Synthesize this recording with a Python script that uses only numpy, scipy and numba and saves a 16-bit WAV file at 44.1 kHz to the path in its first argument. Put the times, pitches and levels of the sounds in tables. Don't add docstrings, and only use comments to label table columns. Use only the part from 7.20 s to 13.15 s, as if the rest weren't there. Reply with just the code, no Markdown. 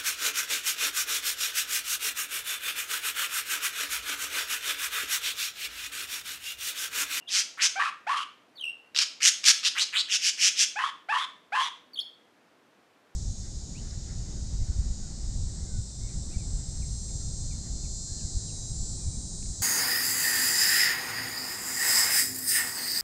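import sys
import numpy as np
from scipy import signal
from scipy.fft import rfft, irfft, next_fast_len
from scipy.io import wavfile
from scipy.ndimage import uniform_filter1d
from numba import njit

SR = 44100
rng = np.random.default_rng(int(sys.argv[2]) if len(sys.argv) > 2 else 0)


def int16_out(signal):
    q = np.round(np.clip(np.atleast_2d(signal).T, -1, 1) * 32767)
    wavfile.write(sys.argv[1], SR, q.astype(np.int16))


def field_ratio(decibels):
    return 10 ** (np.asarray(decibels, dtype=float) / 20)


N = 262395
TIME = np.arange(N) / SR

# onset t/s, settled pitch f/Hz, level/dB, fade of the overtones/(dB per s),
# pitch after the break f/Hz
BARK_STARTS = [(.555, 797, -34.5, 46, 1123), (.866, 986, -31, 488, 1107), (3.556, 870, -35.5, 57.5, 1089),
               (3.885, 901, -32, 29, 1060), (4.32, 884, -31.5, 149.5, 1047)]
# voice breaks t/s, length/s, level/dB, middle resonance at the break over that
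# level/dB, final pitch of the top resonance f/Hz
BARKS = [(0.592, 0.11, -29, 3, 2600), (0.889, 0.15, -29, -0.5, 2940), (3.585, .12, -31.5, 4, 3330),
         (3.919, .136, -30, 1.5, 3456), (4.347, 0.14, -27.5, -4, 3411)]
# f/Hz, relative level/dB per Hz
BARK_BODY = [(290, -81.5), (500, -44), (1040, -14), (1330, -14.5), (3330, -11), (10400, -32), (15500, -60)]


def rms_one(x):
    return x / np.sqrt(np.mean(x ** 2) + 1e-20)


def coloured(x, spectrum):
    size = next_fast_len(len(x))
    hz, db = np.transpose(spectrum)
    bins_hz = np.arange(size // 2 + 1) * SR / size
    gain = field_ratio(np.interp(np.log(bins_hz + 1), np.log(hz), db))
    return irfft(rfft(x, size) * rms_one(gain), size)[:len(x)]


def wobble(rate_hz):
    r = np.exp(-2 * np.pi * rate_hz / SR)
    return rms_one(signal.lfilter([1], [1, -2 * r, r * r], rng.standard_normal(N)))


def swells(events, rise_s):
    kicks = np.zeros(N)
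    at, db = np.transpose(events)
    kicks[(at * SR).astype(int)] = field_ratio(db)
    r = np.exp(-1 / (rise_s * SR))
    return signal.lfilter([np.e * (1 - r)], [1, -2 * r, r * r], kicks + 1e-18)


def progress(starts, lengths, fade_s):
    call = np.maximum(np.searchsorted(starts, TIME) - 1, 0)
    since = TIME - starts[call]
    gate = np.clip(np.minimum(since, lengths[call] - since) / fade_s, 0, 1)
    return call, np.clip(since / lengths[call], 0, 1), gate


def contours(tables, fade_s):
    gate = 0
    for table in tables:
        first, last = table[0][0], table[-1][0]
        gate = gate + np.interp(TIME, [first, first + fade_s, last - fade_s, last], [0, 1, 1, 0])
    s, *columns = np.transpose(np.concatenate(tables))
    return gate, [np.interp(TIME, s, column) for column in columns]


@njit
def resonance(x, angle, r):
    y = np.zeros(len(x))
    for i in range(2, len(x)):
        drive = np.sqrt((1 - r[i] ** 2) / 2) * (x[i] - x[i - 2])
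        y[i] = drive + 2 * r[i] * np.cos(angle[i]) * y[i - 1] - r[i] ** 2 * y[i - 2]
    return y


def throat(x, hz, width_hz):
    angle = 2 * np.pi * hz / SR * np.ones(N)
    return resonance(x, angle, np.exp(-np.pi * width_hz / SR) * np.ones(N))


def sharp_throat(x, hz, width_hz):
    return throat(throat(x, hz, width_hz), hz, width_hz) * np.sqrt(np.pi * width_hz / SR)


def membrane(pitch_hz, jitter, shimmer, breath, count):
    cycles = np.cumsum(pitch_hz * np.exp(jitter * wobble(rate_hz=460))) / SR
    half = np.pi * cycles
    slaps = np.sin((2 * count + 1) * half) / (np.sin(half) + 1e-9) - 1
    strength = 1 + shimmer * rng.uniform(-1, 1, 20000)[np.round(cycles).astype(int)]
    voice = rms_one(slaps * strength) * np.sqrt(2 * count * pitch_hz / SR)
    voice = voice + breath * rng.standard_normal(N)
    return voice / np.sqrt(uniform_filter1d(voice ** 2, size=351) + 1e-12)


def background_hiss():
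    # f/Hz, relative level/dB per Hz
    hiss_spectrum = [(15, -68.5), (25, -36.5), (59, -42.5), (79, -19), (281, -2.5), (410, -7), (495, -4.5),
                     (552, -9.5), (598, -5.5), (871, -9.5), (970, -9), (1570, -11), (3170, -18),
                     (15500, -37.5)]
    return field_ratio(-63) * coloured(rng.standard_normal(N), hiss_spectrum)


def room(x):
    # f/Hz, time to fall by 60 dB/s
    decay_times = [(500, 0.37), (1300, 0.38), (3500, 0.45), (9000, 0.31)]
    t, echo = TIME[:SR], 0
    hz, t60 = np.transpose(decay_times)
    for low in 250 * 2. ** np.arange(6):
        octave = signal.butter(2, [low, 2 * low], "band", fs=SR, output="sos")
        band = signal.sosfilt(octave, rng.standard_normal(SR))
        band_t60 = np.interp(np.log(low * np.sqrt(2)), np.log(hz), t60)
        echo = echo + band * field_ratio(-60 * t / band_t60)
    echo = echo * np.clip(t / 0.0092, 0, 1)
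    return signal.fftconvolve(x, echo / np.sqrt(np.sum(echo ** 2)))[:N]


def earlier_chirp():
    ringing = throat(throat(rng.standard_normal(N), 2800, 150), 2800, 150)
    return field_ratio(-55.5 - 120 * TIME) * rms_one(ringing)


def chirps():
    # t/s, pitch f/Hz, level/dB
    whistles = [
        [(.073, 3493, -48), (.08, 3214, -39), (.092, 3610, -34), (.095, 3065, -44), (.102, 2746, -43),
         (.112, 2300, -43)],
        [(1.354, 4670, -62.5), (1.372, 4370, -50), (1.381, 3420, -51), (1.393, 3956, -43), (1.402, 2990, -44),
         (1.41, 3264, -36.5), (1.43, 2833, -42), (1.439, 2956, -36), (1.447, 2494, -36.5), (1.456, 2873, -38),
         (1.478, 2700, -34.5), (1.5, 2775, -38), (1.52, 2755, -40.5)],
        [(4.41, 6140, -58), (4.42, 6330, -53), (4.44, 5910, -43), (4.456, 5850, -47)],
        [(4.733, 4630, -49), (4.745, 4486, -43), (4.753, 4093, -53.5), (4.761, 3156, -43.5), (4.772, 3820, -45),
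         (4.781, 2980, -33), (4.786, 3120, -46), (4.792, 3257, -24.5), (4.798, 3456, -33), (4.802, 3574, -32)],
        [(4.803, 5340, -44), (4.806, 5230, -48), (4.811, 4340, -38.5), (4.818, 4360, -41), (4.823, 4350, -44)],
    ]
    # multiple of the pitch, level/dB
    whistle_overtones = [(2, -30.5), (3, -25.5), (4, -39), (5, -39)]
    unsteadiness = [.05, .006, .02, .006, .006]
    gate, (pitch_hz, db) = contours(whistles, fade_s=0.0014)
    later_starts = [table[0][0] for table in whistles[1:]]
    hoarse = np.array(unsteadiness)[np.searchsorted(later_starts, TIME)]
    phase = 2 * np.pi * np.cumsum(pitch_hz * np.exp(hoarse * wobble(rate_hz=150))) / SR
    overtones = sum(field_ratio(level_db) * np.sin(k * phase) for k, level_db in whistle_overtones)
    tone = np.sin(phase) + field_ratio(4 * wobble(rate_hz=200)) * overtones
    depth_db = np.interp(TIME, [1.39, 1.44, 1.49, 1.5], [1.7, 8.3, 4, 3.2])
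    throb_db = depth_db * np.cos(2 * np.pi * 73.5 * (TIME - 1.4005))
    level = field_ratio(db + throb_db + 1.6 * wobble(rate_hz=47))
    return np.sqrt(2) * gate * level * tone


def bark_starts():
    # multiple of the pitch, level/dB, time constant of its decay after the break/s
    harmonics = [(1, 4, 0.0011), (2, 4, 0.057), (3, 0.5, 0.028), (4, -12.5, .004), (6, -20, .004)]
    first_hz, glide_hz_per_s = 594.7, 32350
    out, unsteady, hoarse = np.zeros(N), wobble(rate_hz=190), wobble(rate_hz=170)
    breath = coloured(rng.standard_normal(N), BARK_BODY)
    for (onset, settled_hz, db, fade_db, _), (broken, *_) in zip(BARK_STARTS, BARKS):
        i, since = round(onset * SR), TIME[:SR // 6]
        span = slice(i, i + len(since))
        after = np.maximum(since - broken + onset, 0)
        to_go = np.exp(-since * glide_hz_per_s / (settled_hz - first_hz))
        pitch_hz = settled_hz + (first_hz - settled_hz) * to_go
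        phase = 2 * np.pi * np.cumsum(pitch_hz * np.exp(.02 * unsteady[span])) / SR
        stack = 0
        for k, level_db, linger_s in harmonics:
            level = field_ratio(level_db - fade_db * since * (k > 1)) * np.exp(-after / linger_s)
            stack = stack + level * np.sin(k * phase + k * k)
        voice = (1 + 0.13 * hoarse[span]) * stack + field_ratio(-13.5) * np.exp(-after / .004) * breath[span]
        out[span] += field_ratio(db) * (1 - np.exp(-since / 0.0076)) * voice
    return signal.sosfilt(signal.butter(2, 450, "high", fs=SR, output="sos"), out)


def barks():
    # t/s, level/dB
    strong_throbs = [(.597, -50), (.656, -34), (.669, -37), (.896, -39), (.922, -55), (.942, -33),
                     (.957, -43), (.979, -48), (1.001, -42), (3.636, -27), (3.656, -37), (3.959, -27),
                     (4.008, -35.5), (4.381, -33), (4.406, -35.5)]
    tires_db, tires_from = 13, 0.21
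    stutter_hz, stutter_wavers, stutter_db = 56, .25, 4.5
    mid_start_hz, mid_arch_hz, mid_fall_db = 1632, 148, 17
    top_start_hz, top_climb_share, top_db, top_grows_db = 2600, 0.68, -14, 5.5
    breaks, lengths, db, mid_db, last_hz = np.transpose(BARKS)
    call, share, gate = progress(breaks, lengths, fade_s=0.0039)
    pitch_hz = np.array(BARK_STARTS)[call, -1] * np.exp(.04 * wobble(rate_hz=40))
    slaps = membrane(pitch_hz, jitter=.1, shimmer=.8, breath=.45, count=11)
    source = gate * field_ratio(db[call]) * slaps
    mid_flutter, top_flutter = [field_ratio(3.0 * wobble(rate_hz=60)) for _ in range(2)]

    throbs = swells(strong_throbs, rise_s=0.0043) * slaps
    tiring = field_ratio(-3.5 - tires_db * np.maximum(share - tires_from, 0) / (1 - tires_from))
    gulp_hz = stutter_hz * np.exp(stutter_wavers * wobble(rate_hz=20))
    gulps = field_ratio(stutter_db * np.cos(2 * np.pi * np.cumsum(gulp_hz) / SR))
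    low = sharp_throat(gulps * tiring * source + throbs, pitch_hz, 450)

    mid_hz = mid_start_hz + mid_arch_hz * np.sin(np.pi * share)
    mid_gain = field_ratio(mid_db[call] - mid_fall_db * share)
    mid = sharp_throat(mid_flutter * mid_gain * source, mid_hz, 280)

    top_hz = top_start_hz + (last_hz[call] - top_start_hz) * np.minimum(share / top_climb_share, 1)
    top = sharp_throat(top_flutter * field_ratio(top_db + top_grows_db * share) * source, top_hz, 660)

    rasp_gain = field_ratio(-8.5 - 9.5 * np.abs(share - 0.52))
    rasp = coloured(rasp_gain * np.sqrt(top_flutter) * source, BARK_BODY)
    return signal.sosfilt(signal.butter(3, 650, "high", fs=SR, output="sos"), low - mid + top + rasp)


def rattle_bursts():
    # first t/s, last t/s, spacing/s, first level/dB, last level/dB
    rattles = [(1.7473, 1.774, .0069, -21.5, -8.5), (1.7872, 1.8004, .0065, -6.5, -15),
               (2.0156, 2.0574, .0071, -17, -0.5), (2.2406, 2.2521, .0123, -18, -9),
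               (2.2598, 2.2988, .0077, -1.5, -6), (2.594, 2.595, .0073, -6.5, -4.5)]
    rows = []
    for first, last, spacing, first_db, last_db in rattles:
        for s in np.linspace(first, last, round((last - first) / spacing) + 1):
            rows.append((s, np.interp(s, [first, last + 1e-6], [first_db, last_db])))
    return np.array(rows) + rng.normal(0, 1, (len(rows), 2)) * [.0005, 3]


def squawks():
    # start t/s, length/s, level/dB, throat resonance at the start f/Hz, once the beak is open f/Hz
    squawk_calls = [(0.081, 0.15, -36, 2800, 2450), (0.371, 0.11, -28.5, 1600, 3100),
                    (1.744, 0.1, -30, 3300, 2900), (2.001, 0.1, -23.5, 2250, 3140),
                    (2.232, 0.091, -21.5, 2600, 2900), (2.427, 0.066, -25.5, 2850, 3350),
                    (2.548, 0.098, -23, 1474, 4300), (2.723, .1, -24, 2240, 3945),
                    (2.88, 0.098, -27.5, 2750, 3100), (2.993, 0.12, -31, 2450, 2800),
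                    (3.171, 0.13, -26.5, 2450, 2950), (3.354, 0.1, -28.5, 3000, 2900)]
    # f/Hz, relative level/dB per Hz
    squawk_body = [(400, -32), (1000, -6.5), (1600, 5), (2400, 1.5), (4200, -18.5), (7000, -1), (9000, -16),
                   (11500, -25), (15500, -58.5)]
    # t/s, treble level before the dulling at low throat pitch/dB,
    # upper resonance at mid-call f/Hz, width of the resonances as a share of their pitch, lows fade under f/Hz
    tone_colour = [(.15, 12.5, 5150, 0.54, 400), (.45, 7, 5490, 0.38, 550), (1.8, 7, 4920, 0.38, 350),
                   (2.052, 8, 5840, 0.39, 1400), (2.3, 9.5, 5200, 0.54, 930), (2.47, 1, 5200, 0.39, 1040),
                   (2.6, -7, 6460, 0.43, 820), (2.78, -14.5, 7250, 0.27, 980), (2.93, 3, 5400, 0.27, 1570),
                   (3.07, 7.5, 5260, 0.39, 1710), (3.25, 6, 5450, 0.33, 1650),
                   (3.401, 7.5, 5550, 0.37, 1670)]
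    swell_db, swell_share, sag_db, sag_from = 17.5, 0.6, 10.5, 0.79
    open_share = 0.91
    shut_below_hz, shut_db_per_khz, shut_pull = 2480, 25, 4.5
    throb_hz, throb_wavers, throb_depth_db = 188, .06, 2.5
    starts, lengths, level_db, first_hz, open_hz = np.transpose(squawk_calls)
    call, share, gate = progress(starts, lengths, fade_s=.004)
    swell = np.maximum(1 - share / swell_share, 0) ** 2.1
    sag = (np.maximum(share - sag_from, 0) / (1 - sag_from)) ** 2
    effort_db = -swell_db * swell - sag_db * sag

    colour_s, treble_db, upper_hz, width, cut_hz = np.transpose(tone_colour)
    width = np.interp(TIME, colour_s, width)
    opening = np.sin(np.pi / 2 * np.minimum(share / open_share, 1)) ** 2
    low_hz = first_hz[call] + (open_hz - first_hz)[call] * opening
    shut_hz = np.maximum(shut_below_hz - low_hz, 0)
    treble_db = np.interp(TIME, colour_s, treble_db) - shut_db_per_khz * shut_hz / 1000
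    high_hz = np.interp(TIME, colour_s, upper_hz) + 400 * (share - .5) - shut_pull * shut_hz
    high_db = treble_db + 0.75 * effort_db
    hiss_db = -8.5 + 0.64 * treble_db + 0.9 * effort_db

    turns = 2 * np.pi * np.cumsum(throb_hz * np.exp(throb_wavers * wobble(rate_hz=30))) / SR
    throb = field_ratio(throb_depth_db * np.cos(turns - 1))
    slide = np.sin(turns) + np.sin(2 * turns) / 3
    low_hz, high_hz = low_hz + 430 * slide, high_hz + 300 * slide

    rattle = rattle_bursts()
    rattling = np.clip(swells([(s - .006, 0) for s, _ in rattle], rise_s=.005), 0, 1)
    steady = gate * field_ratio(level_db[call] + effort_db - 8 * rattling) * throb
    bursts = field_ratio(-14.5 - np.maximum(high_db, 0)) * swells(rattle, rise_s=0.0012)
    slaps = membrane(1500, jitter=0.27, shimmer=0.17, breath=0.81, count=8)
    source = (steady + bursts) * slaps

    low = sharp_throat(source, low_hz, width * low_hz)
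    high = sharp_throat(field_ratio(high_db) * source, high_hz, width * high_hz)
    chest = throat(field_ratio(-7 - 12.5 * share) * source, 1514, 740)
    voice = low - high - chest + coloured(field_ratio(hiss_db) * source, squawk_body)
    for start in starts:
        i = round(start * SR)
        span = slice(i, i + SR // 7)
        edge_hz = np.interp(start + .05, colour_s, cut_hz)
        voice[span] = signal.sosfilt(signal.butter(3, edge_hz, "high", fs=SR, output="sos"), voice[span])
    return voice


def scene():
    bird = squawks() + bark_starts() + barks() + chirps()
    reflections = field_ratio(-11) * room(bird)
    return (bird + reflections + earlier_chirp() + background_hiss())[None]


def roll_off(x):
    return signal.sosfilt(signal.butter(12, 15940, fs=SR, output="sos"), x)


def record(dry):
    cut = signal.sosfilt(signal.butter(8, 14500, fs=SR, output="sos"), dry)
    return roll_off(cut)


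dry = scene()
out = record(dry)
int16_out(out)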